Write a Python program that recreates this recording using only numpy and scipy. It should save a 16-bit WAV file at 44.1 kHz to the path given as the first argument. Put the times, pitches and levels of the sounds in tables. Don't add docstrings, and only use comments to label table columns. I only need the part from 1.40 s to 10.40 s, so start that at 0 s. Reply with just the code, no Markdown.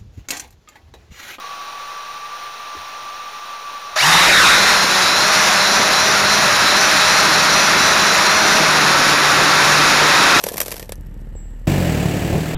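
import sys
import numpy as np
from scipy import signal
from scipy.fft import rfft, irfft
from scipy.io import wavfile
from scipy.ndimage import uniform_filter1d

SR = 44100
rng = np.random.default_rng(int(sys.argv[2]) if len(sys.argv) > 2 else 0)


def materialize(psi):
    bounded = np.clip(np.atleast_2d(psi).T, -1, 1)
    quanta = np.round(bounded * 32767).astype(np.int16)
    wavfile.write(sys.argv[1], SR, quanta)


def amplitude_ratio(level_db):
    exponent = np.asarray(level_db, float) / 20
    return 10 ** exponent


N = 396900
TIME = np.arange(N) / SR

# (time [s], share of trimmed speed [ratio])
SPIN_UP = [
    (2.558, .327),
    (2.59, .547),
    (2.63, .81),
    (2.7, 1),
]
# (time [s], level [dB])
WAKE_SLAP = [(7.37, 0), (7.52, 9), (7.7, 10), (8.4, 10), (8.55, 5), (9, 5)]


def rotors():
    # (time [s], four shaft speeds [turns/s])
    trimmed = [(2.7, 84.1, 85, 83.8, 79.5), (2.95, 97.6, 92.8, 85.2, 80.2), (3.15, 100.2, 92.7, 85.4, 81.4),
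               (3.37, 100, 92.6, 84.5, 82), (3.62, 93, 92.5, 84.8, 81.3), (4.19, 99.5, 94, 85.3, 80.3),
               (4.85, 101, 93.1, 87.2, 77.8), (5.25, 97, 92.9, 88.8, 74.8), (5.6, 100.7, 91.9, 91.9, 76),
               (5.9, 100.9, 94.5, 93.1, 80.2), (6.4, 103, 93.4, 92.3, 80.8), (6.85, 102.7, 96.6, 89.8, 81),
               (7.25, 105, 96.8, 88.6, 79.2), (7.36, 100.6, 93.7, 86.9, 75.8), (7.48, 94.5, 92.7, 85, 73.5),
               (7.61, 88.3, 95.3, 83, 73.7), (8.3, 88.6, 96, 84.5, 74.1), (9.0, 91.4, 95.6, 85.9, 75.2)]
    tones, chop = np.zeros(N), np.zeros(N)
    racing = np.interp(TIME, [2.66, 2.76], [1, 0])
    speeds = in_time(SPIN_UP)[0] * (in_time(trimmed) + nudges())
    for motor, speed in enumerate(speeds):
        hunting = (.0025 + .018 * racing) * drift(50)
        turns = np.cumsum(speed * (1 + hunting)) / SR
        tones += blade_thrust(motor, speed, turns)
        tones += pole_whine(motor, speed, turns, racing)
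        tones += racing_whine(motor, turns)
        chop += tone(2 * turns)
    return tones * np.interp(TIME, [2.559, 2.566], [0, 1]), chop / 2


def nudges():
    # (peak time [s], rise [s], fall [s], fast motor gain [turns/s], slow motor gain [turns/s])
    corrections = [(3.36, .2, .24, 0, 6.3), (3.95, .25, .11, 0, 6.2), (4.02, .45, .17, 7.6, 0),
                   (4.4, .2, .14, 6.2, 3.2), (4.665, .125, .19, 5, 4.2), (4.973, .11, .16, 6.2, 5.7),
                   (5.45, .14, .14, 8.9, 7.7), (5.75, .16, .17, 5.5, 5), (5.86, .08, .07, 0, 2.5),
                   (6.01, .09, .075, 2.8, 2.4), (6.23, .16, .15, 4, 5.2), (6.49, .1, .12, 3.4, 2.3),
                   (6.7, .15, .13, 1.9, 0), (7.02, .16, .28, 3.2, 3.4)]
    extra = np.zeros((4, N))
    for s, rise, fall, *sizes in corrections:
        ramp = np.interp(TIME, [s - rise, s, s + fall], [0, 1.4, 0])
        extra[:2] += np.outer(sizes, np.minimum(ramp, 1))
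    return uniform_filter1d(extra, size=1300)


def blade_thrust(motor, speed, turns):
    # (overtone [number], four levels [dB])
    blade_tones = [(1, -6, -5, -4, 0), (2, -10, -6, -8, -6), (3, 0, -1, 0, -16), (4, -8, 0, -5, -14),
                   (5, -7, 1, -7, -12), (6, -7, -5, -3, -10), (7, -7, 0, -3, -12), (8, -7, -6, -3, -10),
                   (9, -8, -11, -4, -10), (10, -7, -3, -3, -10)]
    # (level [dB], reference speed [turns/s])
    blade_load = [(-31.5, 100.3), (-34, 96.7), (-40.5, 88), (-38.5, 80.4)]
    # (time [s], level [dB])
    lean_back = [(5.4, -2), (5.75, 4), (6.6, 4), (7.1, 0), (7.3, 10), (8.2, 12), (8.65, 11.5), (8.8, 0)]
    reference_db, reference_speed = blade_load[motor]
    load_db = reference_db + 20 * 4.0 * np.log10(speed / reference_speed) + 1.0 * drift(2.3)
    load_db += in_time(lean_back)[0] * (motor == 3)
    slap_db = in_time(WAKE_SLAP)[0] * (motor == 1)
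    bite_db = 11 * np.exp(-((TIME - 2.7) / .14) ** 2)
    out = np.zeros(N)
    for overtone, *motor_db in blade_tones:
        level_db = load_db + motor_db[motor] + 1.6 * drift(14)
        level_db += slap_db * (overtone > 5) + bite_db * (overtone == 1)
        out += amplitude_ratio(level_db) * tone(2 * overtone * turns)
    return out


def pole_whine(motor, speed, turns, racing):
    # (frequency [Hz], level [dB])
    whine_path = [(1150, -28), (1930, -25.5), (2860, -27), (3530, -35), (3900, -28), (4300, -29),
                  (4460, -41), (4540, -35)]
    # (frequency [Hz], level [dB])
    upper_path = [(5000, -44), (5500, -40), (5700, -35.5), (5950, -29.5)]
    motor_db = (-.5, -.3, -7, -8)
    whine_db = at_hz(whine_path, 42 * speed) + motor_db[motor] + 1.3 * drift(15)
    whine_db -= in_time(WAKE_SLAP)[0] * (1 if motor == 1 else .5)
    upper_db = at_hz(upper_path, 56 * speed) if motor == 0 else whine_db - 9
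    current_db = np.clip(.13 * uniform_filter1d(np.gradient(speed) * SR, size=1500), -4, 3)
    current_db += racing * (4 * drift(150) - 80 * np.maximum(TIME - 2.625, 0))
    out = np.zeros(N)
    for multiple, level_db in ((42, whine_db + 1.8), (56, upper_db + 3), (54, upper_db - 1)):
        out += amplitude_ratio(level_db + current_db + 1.3 * drift(40)) * tone(multiple * turns)
    return out


def racing_whine(motor, turns):
    # (time [s], level [dB])
    race_up = [(2.56, -45), (2.58, -32), (2.592, -19), (2.602, -23), (2.62, -33), (2.64, -36), (2.67, -60)]
    return amplitude_ratio(in_time(race_up)[0] - 3 * motor) * tone(84 * turns) * (TIME < 2.67)


def wash(chop):
    # (time [s], level [dB])
    effort = [(2.56, -22.5), (2.65, -13), (2.72, -7.5), (3.14, -6.5), (3.21, -12), (3.28, -10), (3.46, -15),
              (3.85, -15), (4.0, -12), (4.27, -15), (4.5, -15), (5.2, -14), (5.69, -13), (7.67, -13),
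              (8.64, -11), (9.0, -9.5)]
    # (frequency [Hz], level [dB])
    wash_air = [(20, -39), (60, -27), (90, -20), (250, -9.5), (500, -7.5), (900, -2), (1400, 1.5),
                (2000, -3), (3100, -11), (5000, -9.5), (7000, -7), (9000, -13), (10800, -13.5),
                (16000, -24)]
    level_db, = in_time(effort)
    above_hover_db = level_db + 13.5
    treble_db = -17 + 0.6 * above_hover_db + 0.03 * nudges().sum(axis=0)
    treble_db -= .3 * (TIME - 3)
    stirred_db = 40 * 2.8 * np.log10(in_time(SPIN_UP)[0])
    headwind_db = 2 * np.clip(TIME - 3, 0, 5.0)
    bass_db = -33.5 + headwind_db + 1.5 * drift(9) + stirred_db
    rumble_db = -35 + 1.5 * drift(4.8) + stirred_db
    gust = drift(60)
    white = rng.standard_normal((3, N))
    lows = coloured(white[0] * amplitude_ratio(2.5 * drift(120)), wash_air)
    middle = coloured(white[1] * amplitude_ratio(0.88 * chop + 0.41 * gust), wash_air)
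    treble = coloured(white[2] * amplitude_ratio(1.43 * chop + 1.0 * gust + 0.37 * drift(300)), wash_air)
    air = amplitude_ratio(level_db) * band(middle, 464, 3050)
    air += amplitude_ratio(treble_db) * band(treble, 3520, 13700)
    air += amplitude_ratio(bass_db) * band(lows, 74, 396)
    air += amplitude_ratio(rumble_db) * band(lows, 24, 125)
    air += grass_rasp()
    arms_db = -33.5 + 2.6 * above_hover_db - 1.3 * (TIME - 3.5)
    air += amplitude_ratio(arms_db) * band(treble, 3550, 4070)
    return air * np.interp(TIME, [2.555, 2.565], [0, 1])


def grass_rasp():
    since_peak = TIME - 2.64
    fall_db = np.maximum(20.5 * since_peak, -200 * since_peak)
    return amplitude_ratio(-22.5 - fall_db) * band(rng.standard_normal(N), 6000, 15200)


def ground_echo(x):
    # (time [s], echo lag [ms], echo share [ratio])
    ground = [(2.55, 1.1, .3), (2.8, 1.0, .45), (2.845, .95, .0), (2.855, .38, .0), (2.88, .39, .9),
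              (3.03, .66, .8), (3.08, .9, .6), (3.11, .5, .45), (3.35, .5, .0)]
    lag_ms, share = in_time(ground)
    late = np.interp(TIME - lag_ms / 1000, TIME, x)
    late = signal.filtfilt([.45], [1, -.55], late)
    return (x + share * late) / np.sqrt(1 + share ** 2 / 2)


def knocks():
    # (time [s], level [dB], frequency [Hz], 60 dB decay [s])
    touches = [
        (.42, -42, 30, .15),
        (1.350, -33, 330, .06),
        (1.364, -32, 400, .05),
        (1.364, -37, 76, .2),
        (2.562, -16, 630, .11),
        (2.567, -17, 1280, .045),
        (2.562, -24, 5850, .08),
    ]
    out = np.zeros(N)
    for s, db, hz, t60 in touches:
        age = np.maximum(TIME - s, 0)
        soft_start = 1 - np.exp(-age * hz * 2)
        out += amplitude_ratio(db - 60 * age / t60) * soft_start * np.sin(2 * np.pi * hz * age)
    return out


def idle():
    # (time [s], whine frequency [Hz], level [dB])
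    idle_whine = [(0.0, 1130, -39), (0.03, 1136, -34), (0.92, 1167, -34), (1.99, 1175, -35),
                  (2.27, 1162, -33.5), (2.55, 1160, -34.5)]
    # (time [s], offset [Hz], level [dB], offset [Hz], level [dB])
    idle_others = [(0, 17.5, -8, 43.3, -9), (.5, 14.5, -14, 44.9, -14), (.95, 15, -6.5, 29.9, -19),
                   (1.25, -6.5, -16, 31.1, -13), (1.55, -4.5, -19, 29.75, -19),
                   (1.85, -14.5, -8, 28, -18.5), (2.1, -7, -8, 30.1, -22), (2.55, -12, -7.5, 45.3, -11)]
    # (frequency [Hz], level [dB])
    idle_air = [(15, -31), (60, -28), (110, -13.5), (300, -13), (600, -2), (1200, 3), (2000, -4.5),
                (3300, -9), (5050, -16), (6300, -12.5), (7000, -16.5), (9600, -15.5), (11500, -27),
                (14600, -21.5), (16000, -9.5)]
    hz, db = in_time(idle_whine)
    off1, db1, off2, db2 = in_time(idle_others)
    out = amplitude_ratio(-34 + .6 * drift(24.4)) * coloured(rng.standard_normal(N), idle_air)
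    for off, rel_db in ((0, 0), (off1, db1), (off2, db2)):
        turns = np.cumsum(hz + off + 2.07 * drift(12)) / SR
        out += amplitude_ratio(db + rel_db + 1.0 * drift(30.6)) * tone(turns)
    out += idle_rings(hz)
    out += amplitude_ratio(-66 + 3.0 * drift(5.2)) * band(rng.standard_normal(N), 22.0, 75.0)
    return out * np.interp(TIME, [2.56, 2.6], [1, 0])


def idle_rings(whine_hz):
    # (frequency [Hz], width [Hz], rms level [dB])
    ring_modes = [(834, 1.5, -50.5), (1028, 8, -51), (2401, 12, -58), (2650, 60, -60), (3990, 350, -52),
                  (5410, 12, -63), (5790, 220, -49.5), (9730, 350, -66), (11359, 4, -77), (11429, 4, -76)]
    out = np.zeros(N)
    for mid, width, ring_db in ring_modes:
        if width > 10:
            r, w = np.exp(-np.pi * width / SR), 2 * np.pi * mid / SR
            poles = [1, -2 * r * np.cos(w), r * r]
            ring = rms_one(signal.lfilter([1, 0, -1], poles, rng.standard_normal(N)))
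        else:
            ring_hz = mid * whine_hz / whine_hz.mean() + width / 2 * drift(12)
            ring = tone(np.cumsum(ring_hz) / SR)
        out += amplitude_ratio(ring_db) * ring
    return out


def tone(turns):
    return np.sqrt(2) * np.sin(2 * np.pi * (turns + rng.random()))


def drift(rate):
    knots = rng.standard_normal(4000)
    return np.interp(TIME * rate, np.arange(4000), knots) * 1.157


def coloured(x, spectrum):
    # (frequency [Hz], width [Hz], level [dB])
    housing = [(2560, 290, 4.5), (3980, 1390, 7.5), (5690, 1630, 6.5), (6090, 530, -4.5), (8000, 486, -38),
               (10960, 520, 4.5), (13100, 340, -22), (14480, 970, 14.5)]
    hz = np.fft.rfftfreq(N, 1 / SR) + 1
    db = at_hz(spectrum, hz) + peaks_db(housing, hz)
    return rms_one(irfft(rfft(x) * amplitude_ratio(db), N))


def peaks_db(modes, hz):
    return sum(db / (1 + ((hz - mid) / (width / 2)) ** 2) for mid, width, db in modes)


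def band(x, low_hz, high_hz):
    sos = signal.butter(2, [low_hz, high_hz], "band", fs=SR, output="sos")
    return rms_one(signal.sosfilt(sos, x))


def at_hz(points, hz):
    points = np.array(points)
    return np.interp(np.log(hz), np.log(points[:, 0]), points[:, 1])


def in_time(rows):
    s, *columns = np.transpose(rows)
    return [np.interp(TIME, s, c) for c in columns]


def rms_one(x):
    return x / np.sqrt(np.mean(x ** 2) + 1e-20)


def scene():
    tones, chop = rotors()
    return (tones + ground_echo(wash(chop)) + knocks() + idle())[None, :]


def roll_off(x):
    return signal.sosfilt(signal.butter(12, 16320, fs=SR, output="sos"), x)


def record(dry):
    flat = dry / (1 + np.abs(dry / .46) ** 6.0) ** (1 / 6.0)
    hz = np.fft.rfftfreq(N, 1 / SR)
    dull = (hz < 15600) / np.sqrt(1 + (hz / 10000) ** 4)
    return roll_off(irfft(rfft(flat) * dull, N) + .0023)


dry = scene()
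out = record(dry)
materialize(out)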